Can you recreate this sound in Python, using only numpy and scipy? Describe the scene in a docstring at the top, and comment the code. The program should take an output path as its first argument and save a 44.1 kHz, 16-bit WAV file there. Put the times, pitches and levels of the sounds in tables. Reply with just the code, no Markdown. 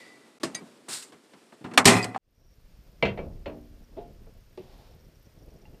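"""A refrigerator door, heard from inside, latches and slams after knocks, clinks and a shelf's scrape;
the jars rattle. Each impact excites damped modes; the scrape is stick-slip friction. A hard cut leads
to a wooden deck that fades in: a glass is set on a glass table, a chair knocks and rustles, a step
thumps and a finger ring taps the glass. An insect trills and chirps over hum, hiss, far insects, a soft
pulse and a low rumble: wind on the microphone, swelling as the deck rumbles after the thumps."""
import sys
import numpy as np
from scipy import signal
from scipy.io import wavfile
from scipy.ndimage import uniform_filter1d

SR = 44100
rng = np.random.default_rng(int(sys.argv[2]) if len(sys.argv) > 2 else 0)


def output_pcm(signal):
    """Save a mono or channel-first signal as 16-bit PCM at the path in sys.argv[1].

    Samples are clipped to [-1, 1] before scaling.
    """
    pcm = np.clip(np.atleast_2d(signal).T, -1, 1) * 32767
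    wavfile.write(sys.argv[1], SR, np.round(pcm).astype(np.int16))


N = 255780
TIME = np.arange(N) / SR
EDGES_HZ = 22 * 2 ** np.arange(0, 9.7, 1 / 3)
CENTRES_HZ = np.sqrt(EDGES_HZ[1:] * EDGES_HZ[:-1])
CUT_S, HISS_DB = 2.18, -67.5

def from_db(db):
    """Amplitude ratio of a level in decibels."""
    return 10 ** (np.asarray(db) / 20)

def rms_one(x):
    """Normalisation to unit rms."""
    return x / np.sqrt(np.mean(x ** 2) + 1e-20)

def in_time(rows):
    """Linear interpolation of each column over time."""
    times, *columns = np.transpose(rows)
    return [np.interp(TIME, times, column) for column in columns]

def at_hz(points, hz=CENTRES_HZ):
    """Interpolation on a log-frequency axis."""
    known_hz, values = np.transpose(points)
    return np.interp(np.log(hz), np.log(known_hz), values)

def during(start_s, end_s):
    """A time gate with 1 ms ramps."""
    return np.clip(np.minimum(TIME - start_s, end_s - TIME) * 1000, 0, 1)

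def drift(rate_hz):
    """Slow random modulation: low-passed noise of unit rms."""
    r = np.exp(-80 * np.pi * rate_hz / SR)
    slow = signal.lfilter([1], [1, -2 * r, r * r], rng.standard_normal(N // 40 + 2002))[2000:]
    return np.interp(np.arange(N) / 40, np.arange(len(slow)), rms_one(slow))

def filtered(x, order, hz, kind):
    """A maximally flat filter."""
    return signal.sosfilt(signal.butter(order, hz, kind, fs=SR, output="sos"), x)

def bands(sources):
    """Third-octave analysis, the bands drawing on the sources in turn."""
    return [filtered(sources[k % len(sources)], 2, edges, "band")
            for k, edges in enumerate(zip(EDGES_HZ, EDGES_HZ[1:]))]

def colour(bank, spectrum):
    """Spectral shaping: a weighted sum of bands, at unit rms."""
    return rms_one(sum(gain * band for gain, band in zip(from_db(at_hz(spectrum)), bank)))

def grains(per_s, spread_db):
    """Shot noise: random impulses of uneven size, at unit rms."""
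    sizes = from_db(spread_db * np.minimum(rng.exponential(1, N), 5)) * rng.choice([-1, 1], N)
    return rms_one(sizes * (rng.random(N) < per_s / SR))

def clicks(blows):
    """Ideal impulses from rows of time_s, level_db."""
    out = np.full(N, 1e-18)
    for s, db in blows:
        out[round(s * SR)] += from_db(db)
    return out

def ring(drive, modes):
    """Modal superposition: damped resonators of alternating sign share one drive."""
    out = np.zeros(N)
    for k, (hz, db, t60) in enumerate(modes):
        r, w = from_db(-60 / (max(t60, .003) * SR)), 2 * np.pi * hz / SR
        response = signal.lfilter([0, np.sin(w)], [1, -2 * r * np.cos(w), r * r], drive)
        out += (-1) ** k * from_db(db) * response
    return out

def mode_drives(blows, modes, spread_db):
    """Strike position weights the modes, so each gets its own uneven impulses."""
    favour_db = rng.normal(0, spread_db, (len(blows), len(modes)))
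    return [clicks(np.array(blows) + np.outer(column, [0, 1])) for column in favour_db.T]

def damped(blows, modes, drop_db):
    """Contact damping: a touch lowers each ring within 10 ms."""
    return sum(ring(clicks([(s, db)]), modes) * from_db(-drop_db * ((TIME - touch_s) / 0.01).clip(0, 1))
               for s, db, touch_s in blows)

def dense_body(bank, blows, spectrum, t60s, build_s):
    """High modal density: each noise band builds through the contact, then decays at its own rate."""
    out = np.zeros(N)
    shape_db = at_hz(spectrum)
    region = np.digitize(CENTRES_HZ, [600, 3500])  # bass, middle, treble
    power = from_db(2 * shape_db) * np.diff(EDGES_HZ) / (SR / 2)
    totals_db = 10 * np.log10([power[region == k].sum() for k in range(3)])
    for s, level_db, bass_db, treble_db, t60_ratio in blows:
        at = round(s * SR)
        t = TIME[:min(N - at, SR * 3 // 4)]
        contact_s = build_s * from_db(-0.15 * treble_db)  # duller blows build more slowly
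        tilt_db = level_db + np.array([bass_db, 0, treble_db]) - totals_db
        bands_db = shape_db + at_hz(list(zip([220, 1450, 7000], tilt_db)))
        for band, db, t60, hz in zip(bank, bands_db, at_hz(t60s) * t60_ratio, CENTRES_HZ):
            rise_s = max(contact_s, 1 / hz)  # lows need a cycle to build up
            envelope = np.minimum(t / rise_s, 1) * from_db(db - 60 * np.maximum(t - rise_s, 0) / t60)
            out[at:at + len(t)] += band[at:at + len(t)] * envelope
    return out

# Cabinet blows: start_s, level_db, bass_offset_db, treble_offset_db, t60_ratio
CABINET_BLOWS = [(0, -59, 0, -1.5, 5.5), (0.4, -60.5, 5, -4, 8), (0.432, -35.5, 6, 5, 0.65),
                 (0.546, -43.5, -5.5, 6.5, 0.51), (0.608, -54.5, 13, -34, 0.36),
                 (0.882, -38.5, -5, -31, 0.43), (1.024, -53.5, -22, 13, 0.58), (1.121, -51.5, 4, -5, 0.56),
                 (1.334, -51, 0.5, -14, 0.46), (1.521, -48.5, -1.5, -28, 0.35),
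                 (1.61, -58, 16.5, -23.5, 0.6), (1.642, -40.5, 1.27, -17.5, 0.93),
                 (1.712, -43.5, 4.5, -19, 0.37), (1.736, -44.5, 8, -3, 0.59), (1.775, -7.5, -16, -7, 0.4),
                 (1.845, -31.5, 1.5, -2.5, 0.14), (1.854, -18.5, -2.5, 11, 0.63),
                 (1.873, -18, -1.5, 1.5, 1.3), (2.042, -35, -5, 6.5, 0.21), (2.145, -33, -12, -26.5, 0.31),
                 (2.16, -51, 11, -4, 0.57)]
# Cabinet spectrum: frequency_hz, density_db
CABINET_SPECTRUM = [(40, -41), (100, -19), (243, 0), (500, -7), (1210, -5.5), (1430, -8), (2200, -4.5),
                    (4740, -9), (5610, -15.5), (8850, -13.5), (12000, -29.5), (15400, -23.5)]
# Cabinet decay: frequency_hz, t60_s
CABINET_DECAY = [(80, 0.46), (300, 0.42), (1000, 0.41), (3000, 0.15), (8000, 0.21), (14000, 0.028)]
def cabinet_knocks(bank):
    """Impacts excite the cabinet's overlapping modes."""
    return dense_body(bank, CABINET_BLOWS, CABINET_SPECTRUM, CABINET_DECAY, build_s=0.0015)

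# Fan and kitchen air: time_s, level_db
AIR_LEVELS = [(0, -56), (.35, -60), (.6, -56.5), (.85, -58.5), (2.18, -60.5)]
# Air spectrum: frequency_hz, density_db
AIR_SPECTRUM = [(30, -47.5), (75, -23.5), (242, -0.5), (397, 0), (800, -9.5), (1160, -11.5), (5000, -17.5),
                (5800, -22.5), (9000, -18), (11000, -30), (14000, -32), (15400, -42)]
def fan_air():
    """Moving air radiates broadband noise."""
    air = colour(bands(rng.standard_normal((2, N))), AIR_SPECTRUM)
    return air * from_db(in_time(AIR_LEVELS)[0] + drift(18))

# Trembling jar: pitch_hz, gain_db, t60_s
TREMBLING_MODES = [(1900, -3, 0.086), (1995, 3.5, 0.085), (2324, -8, 0.065), (3720, -12, 0.15),
                   (4500, -7, .04), (4830, -6, 0.04)]
def trembling_jar(loss_db_per_s=68):
    """Forced vibration: fading contacts with a neighbour drive a jar."""
    contacts = grains(3000, 1.0) * from_db(-76.5 - loss_db_per_s * TIME)
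    return ring(contacts, TREMBLING_MODES) * (TIME < 0.4)

# Plastic bin: pitch_hz, gain_db, t60_s
BIN_MODES = [(224, -4, 0.027), (337, 1, 0.081), (645, -13.5, 0.15), (1120, -7.5, 0.073), (1746, -8, 0.042),
             (4330, -9.5, 0.046), (5040, -9.5, 0.068)]
# Bin impact: start_s, level_db
BIN_HITS = [(.435, -20.5)]
def door_bin():
    """Internal damping keeps the ring of plastic short."""
    return ring(clicks(BIN_HITS), BIN_MODES)

# Bottle: pitch_hz, gain_db, t60_s
BOTTLE_MODES = [(1930, -2.5, 0.13), (2290, -12, 0.51), (3840, -3, 0.068), (4800, -3.5, 0.14),
                (6370, 9, 0.042), (7200, -5, .04), (8900, -2.5, 0.096)]
# Bottle impact: start_s, level_db, touch_s
BOTTLE_HITS = [(0.55, -34, 0.598)]
def bottle_clink():
    """Glass vibrates freely until a contact damps it."""
    return damped(BOTTLE_HITS, BOTTLE_MODES, drop_db=30)

# Shelf friction: frequency_hz, density_db
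SCRAPE_SPECTRUM = [(300, -11), (1480, 0), (3000, -1), (4800, 7.5), (5900, -5.5), (8490, 9.5), (11000, -13),
                   (15400, -9)]
def shelf_scrape(peak_s=0.9375, rise_db_per_s=124, fall_db_per_s=163):
    """Stick-slip friction: dense tiny slips swell and fade as the shelf drags."""
    slips = colour(bands([grains(4400, 0.68), grains(6000, 0.71)]), SCRAPE_SPECTRUM)
    swell_db = np.minimum(rise_db_per_s * (TIME - peak_s), fall_db_per_s * (peak_s - TIME))
    ease_db = -4.5 * during(1.045, 9)  # the load comes off
    return slips * from_db(-33 + swell_db + ease_db) * during(.885, 1.11)

# Door panel: pitch_hz, gain_db, t60_s
DOOR_MODES = [(113, -7.5, 0.5), (183.8, 1, 0.28), (242.6, -0.5, 0.3), (398, -3, 0.3), (655, -10, 0.37),
              (730, -11, 0.49), (802, -13.5, 0.2), (1038, -10.5, 0.22), (1224, -10.5, 0.24)]
# Door impacts: start_s, level_db
DOOR_HITS = [(1.646, -41.5), (1.8, -33), (1.858, -14), (1.878, -19), (1.91, -24), (1.955, -24.5)]
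def door_slam():
    """Plate modes, each wavering in level as the seal presses unevenly."""
    return sum(ring(clicks(DOOR_HITS), [mode]) * from_db(3 * drift(30)) for mode in DOOR_MODES)

# Latch: pitch_hz, gain_db, t60_s
LATCH_MODES = [(1786, 0.5, 0.015), (2920, 5, 0.0022), (8974, -13, 0.013)]
# Latch impacts: start_s, level_db
LATCH_HITS = [(1.777, -5.5), (1.78, -10), (1.857, -8.5)]
def latch():
    """Heavily damped high modes are heard as clicks."""
    return ring(clicks(LATCH_HITS), LATCH_MODES)

# Jars: pitch_hz, gain_db, t60_s
JAR_MODES = [(1960, -9, 0.13), (1890, -10, 0.18), (2000, -15, 0.37), (2056, -12, 0.22), (2342, -10, 0.077),
             (2468, -11.5, 0.1), (2513, -7.5, 0.24), (4120, -16, 0.05), (5000, -12, .03), (6350, -19, .03),
             (8650, -15, .03)]
# Clearest collisions: start_s, level_db
JAR_HITS = [(1.882, -17), (1.895, -19), (1.968, -27), (1.99, -28.5), (2.046, -38.5)]
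def jar_rattle(start_s=1.86, settle_s=1.983):
    """Random collisions excite cabinet and jars; the jars lean together, so each mode wavers."""
    loss_db = 28 * (TIME - start_s) + 187 * np.maximum(TIME - settle_s, 0)
    shaking = from_db(-loss_db) * (TIME > start_s)
    clatter = colour(bands([grains(3600, 1.0)]), CABINET_SPECTRUM) * from_db(-30 + 2 * drift(46))
    contacts = grains(800, 2.0) * from_db(-51) * shaking
    drives = mode_drives(JAR_HITS, JAR_MODES, spread_db=2.1)
    jars = sum(ring(contacts + drive, [mode]) * from_db(3.5 * drift(79))
               for drive, mode in zip(drives, JAR_MODES))
    return clatter * shaking + jars

# Small jar: pitch_hz, gain_db, t60_s
SMALL_JAR_MODES = [(4870, 0, 0.04), (7650, -7, 0.049)]
# Its impacts: start_s, level_db
SMALL_JAR_HITS = [(2.028, -26.5), (2.035, -30)]
def small_jar():
    """A small stiff body has high natural frequencies."""
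    return ring(clicks(SMALL_JAR_HITS), SMALL_JAR_MODES)

# Carton: pitch_hz, gain_db, t60_s
CARTON_MODES = [(770, -1, 0.043), (1180, -3, 0.01)]
# Carton impacts: start_s, level_db
CARTON_HITS = [(2.148, -30), (2.161, -18.5)]
def carton():
    """Lossy walls turn impacts into dull taps."""
    return ring(clicks(CARTON_HITS), CARTON_MODES)

# Outdoor levels: time_s, rumble_db, hum_db
OUTDOOR_LEVELS = [(2.4, -67, -63.5), (3.0, -60.5, -63.5), (3.2, -49, -53), (3.8, -51.5, -64),
                  (4.1, -49.5, -60), (4.5, -55.5, -64), (5.3, -65, -60), (5.6, -63.5, -52.5),
                  (5.8, -66.5, -58)]
# Low rumble, far hum and hiss spectra: frequency_hz, density_db
RUMBLE_SPECTRUM = [(20, 20.5), (59, 10), (147, -9), (300, -36.5), (500, -69)]
HUM_SPECTRUM = [(71, 4), (120, 1.5), (243, -4), (595, -6.5), (964, -29.5), (2000, -70)]
HISS_SPECTRUM = [(530, -21), (990, -6.5), (1600, -6), (3500, -9), (4400, -11), (5200, -7), (7000, -16.5),
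                 (10500, -20), (13500, -22), (15400, -9)]
def outdoor_noise():
    """Modulated noise: hum, hiss and a low wind rumble that swells as the deck rumbles after thumps."""
    rumble_db, hum_db = in_time(OUTDOOR_LEVELS)
    bank = bands(rng.standard_normal((2, N)))
    rumble = colour(bank, RUMBLE_SPECTRUM) * from_db(rumble_db + 4 * drift(3.1))
    hum = colour(bank, HUM_SPECTRUM) * from_db(hum_db + 3 * drift(27))
    hiss = colour(bank, HISS_SPECTRUM) * from_db(HISS_DB + .5 * drift(43.3))
    return rumble + hum + hiss

# Far insects: pitch_hz, gain_db, t60_s
CHORUS_MODES = [(9460, 9.5, 0.011), (14200, -7, 0.008)]
def far_insects(tick_s=0.0022):
    """Incoherent calls merge into two narrow noise bands and a crackle of high ticks."""
    thin = rms_one(ring(rng.standard_normal(N), CHORUS_MODES))
    gate = uniform_filter1d(np.abs(grains(70, 1.5)), size=round(tick_s * SR))
    ticks = rms_one(filtered(gate * rng.standard_normal(N), 2, [11000, 14000], "band"))
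    return from_db(HISS_DB - 18) * thin + from_db(HISS_DB - 14) * ticks

def low_pulses(gap_s=.1024, width_s=0.0062):
    """A pulse train, probably radio pickup in the microphone lead: short dips that rebound slowly."""
    times = np.concatenate([np.arange(2.2792, 4.55, gap_s), np.arange(4.6596, 5.8, gap_s)])
    impulses = clicks(zip(times, -45.5 + rng.normal(0, 1.9, len(times))))
    dips = -np.convolve(impulses, np.hanning(round(width_s * SR)), "same")
    return filtered(dips, 1, 25.1, "high")

# Wing tones: pitch_hz, gain_db
WING_TONES = [(5620, -1), (13590, -11)]
# Chirps: start_s
CHIRP_STARTS = [3.84, 4.913, 5.0, 5.047, 5.148, 5.254, 5.388, 5.424, 5.505, 5.563, 5.615]
def insect(strokes_per_s=140, stroke_s=.0045):
    """Stridulation: each wing stroke is a tone burst; one trill, then chirps of two strokes."""
    trill = np.arange(2.346, 2.543, 1 / strokes_per_s)
    strokes = list(zip(trill, -62.5 + rng.normal(0, 1.67, len(trill))))
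    strokes += [(s + k / strokes_per_s, -61) for s in CHIRP_STARTS for k in range(2)]
    envelope = np.convolve(clicks(strokes), np.hanning(round(stroke_s * SR)))[:N]
    warped_s = np.cumsum(1 + .006 * drift(25)) / SR  # the pitch wanders
    return envelope * sum(from_db(db) * np.sin(2 * np.pi * hz * warped_s) for hz, db in WING_TONES)

# Blows on table and deck: start_s, level_db, bass_offset_db, treble_offset_db, t60_ratio
DECK_BLOWS = [(3.025, -24.5, -1, -12.5, 0.81), (3.052, -24.5, -44, -21, 1.2), (3.174, -36, 2, -33, 1.06),
              (3.458, -33.5, -6.5, -26, 1.12), (3.966, -54, 9, -45, 1.74), (4.266, -55, -2, -35, 0.46),
              (4.574, -58, 10.5, 11, 0.66)]
# Deck spectrum: frequency_hz, density_db
DECK_SPECTRUM = [(24, -22), (40, -13), (105, 5), (198, 3.5), (276, 1), (467, 4.5), (700, -6), (1210, -21),
                 (1600, -21), (2500, -19), (4300, -34.5), (6500, -55.5)]
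# Deck decay: frequency_hz, t60_s
DECK_DECAY = [(60, 0.89), (300, 0.4), (700, 0.33), (1500, 0.18), (3000, 0.16), (8000, 0.06)]
def deck_thumps(bank):
    """Damping in wood rises with frequency, so the bass lasts longest."""
    return dense_body(bank, DECK_BLOWS, DECK_SPECTRUM, DECK_DECAY, build_s=0.00039)

# Glass table top: pitch_hz, gain_db, t60_s
TABLE_MODES = [(154, -12, 0.3), (199, -8.5, 0.51), (266, -18, 0.23), (353, -19, 1), (466, -4.5, 0.29),
               (660, -12.5, 0.24), (958, -17.5, 0.27), (2066, -4.5, 0.1), (2313, -5.5, 0.13),
               (2556, -13, 0.2), (2738, -8, 0.13), (2923, -9, 0.065), (3170, -13, 0.086), (4225, -19, 0.12)]
# The base of the glass rocks down: start_s, level_db
TABLE_HITS = [(3.0255, -20.5), (3.036, -30.5), (3.19, -47)]
def glass_table():
    """Plate bending modes: each blow lands at another spot and favours other modes."""
    drives = mode_drives(TABLE_HITS, TABLE_MODES, spread_db=3.5)
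    return sum((-1) ** k * ring(drives[k], [mode]) for k, mode in enumerate(TABLE_MODES))

def base_chatter():
    """Light contacts of the settling glass excite only the table's high modes."""
    contacts = grains(600, 2.5) * from_db(-63.5) * during(3.027, 3.09)
    return ring(contacts + 1e-18, TABLE_MODES[7:])

# Drinking glass: pitch_hz, gain_db, t60_s
GLASS_MODES = [(4230, 0, 0.14)]
# Its tinks: start_s, level_db
GLASS_HITS = [(3.176, -64.5), (3.462, -54.5)]
def drinking_glass():
    """A single shell mode decays freely."""
    return ring(clicks(GLASS_HITS), GLASS_MODES)

# Chair frame: pitch_hz, gain_db, t60_s
CHAIR_MODES = [(240, -9, 1.1), (298, -6, 0.81), (372, -10, 0.62), (573, 3, 0.19), (640, -6.5, 0.49)]
# Frame impact: start_s, level_db
CHAIR_HITS = [(3.461, -35.5)]
def chair_frame():
    """Lightly damped low modes ring on after a knock."""
    return ring(clicks(CHAIR_HITS), CHAIR_MODES)

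# Deck board: pitch_hz, gain_db, t60_s
BOARD_MODES = [(395.6, 3.5, 0.1), (458, -9, 0.2), (637, -3, 0.093), (697, -5, 0.2), (837, -7, 0.17)]
# Footfall: start_s, rise_s, board_gain_db, scuff_db
FOOTFALLS = [(3.961, 0.023, -40, -64.5)]
def footstep(contact_t60_s=0.17, scuff_t60_s=0.33):
    """Gradual loading: rough contact drives the board's modes while the sole scuffs."""
    rough = grains(900, 2.7)
    sole = rms_one(filtered(grains(5000, 2.5), 2, (2280, 3850), "band"))
    out = np.zeros(N)
    for s, rise_s, board_gain_db, scuff_db in FOOTFALLS:
        weight = ((TIME - s) / rise_s).clip(0, 1)
        after_s = np.maximum(TIME - s - rise_s, 0)
        force = rough * weight * from_db(-60 * after_s / contact_t60_s)
        out += from_db(board_gain_db - 20) * rms_one(ring(force + 1e-18, BOARD_MODES))
        out += sole * np.sqrt(weight) * from_db(scuff_db - 60 * after_s / scuff_t60_s)
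    return out

# Hollow chair leg: pitch_hz, gain_db, t60_s
LEG_MODES = [(368.7, -2.5, 0.46), (459, -7.5, 0.17), (604, -12, 0.12), (840, -11.5, 0.049),
             (1156, -17, .05)]
# Leg impacts: start_s, level_db, touch_s
LEG_HITS = [(4.577, -33, 4.612), (4.637, -42, 3.8)]
def chair_leg():
    """A tube resonates until contact damps it; the second knock is muted from the start."""
    return damped(LEG_HITS, LEG_MODES, drop_db=19)

# Chair cloth: frequency_hz, density_db
CLOTH_SPECTRUM = [(800, 10), (1400, -5), (2700, -2.5), (4500, -1), (7500, -17)]
def chair_rustle(bank, start_s=4.59, peak_s=4.72, end_s=4.95):
    """Friction in cloth makes noise that swells and subsides."""
    level_db = np.interp(TIME, [start_s, peak_s, end_s], [-64, -58, -64])
    return colour(bank, CLOTH_SPECTRUM) * from_db(level_db + drift(28)) * during(start_s, end_s)

# Full glass under a hand: pitch_hz, gain_db, t60_s
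HELD_GLASS_MODES = [(849, -4, 0.15), (2000, -3, 0.016), (2770, -2, 0.058)]
# Finger ring taps: start_s, level_db
RING_HITS = [(5.654, -52.5), (5.745, -63)]
def ring_taps():
    """A finger ring excites glass modes that the hand damps."""
    return ring(clicks(RING_HITS), HELD_GLASS_MODES)

def fridge(bank):
    """Superposition of the refrigerator's sources, with one brief dropout."""
    out = cabinet_knocks(bank) + door_bin() + door_slam() + latch() + jar_rattle() + small_jar()
    out += carton() + trembling_jar() + bottle_clink() + shelf_scrape() + fan_air()
    out = filtered(out, 4, 72, "high")  # the microphone drops the deep bass
    return out * (1 - during(.385, .4))

def deck(bank):
    """Superposition of the outdoor sources."""
    knocks = deck_thumps(bank) + glass_table() + footstep() + base_chatter()
    knocks += chair_frame() + chair_leg()
    out = filtered(knocks, 2, 8000, "low")  # soft contacts carry no top
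    out += drinking_glass() + ring_taps() + outdoor_noise() + chair_rustle(bank)
    return out + low_pulses() + insect() + far_insects()

def scene(fade_in_s=0.55):
    """Two places in turn: the refrigerator cuts off and the deck fades in."""
    bank = bands(rng.standard_normal((2, N)))
    fade_in = np.clip((TIME - CUT_S) / fade_in_s, 0, 1)
    return (fridge(bank) * during(-1, CUT_S) + deck(bank) * fade_in)[None]

def record(dry, cutoff_hz=15900):
    """Saturation rounds the loudest peaks; a steep low-pass limits the bandwidth."""
    clipped = dry / (1 + np.abs(dry) ** 6) ** (1 / 6)
    return signal.sosfilt(signal.cheby2(12, 70, cutoff_hz, fs=SR, output="sos"), clipped)

dry = scene()
out = record(dry)
output_pcm(out)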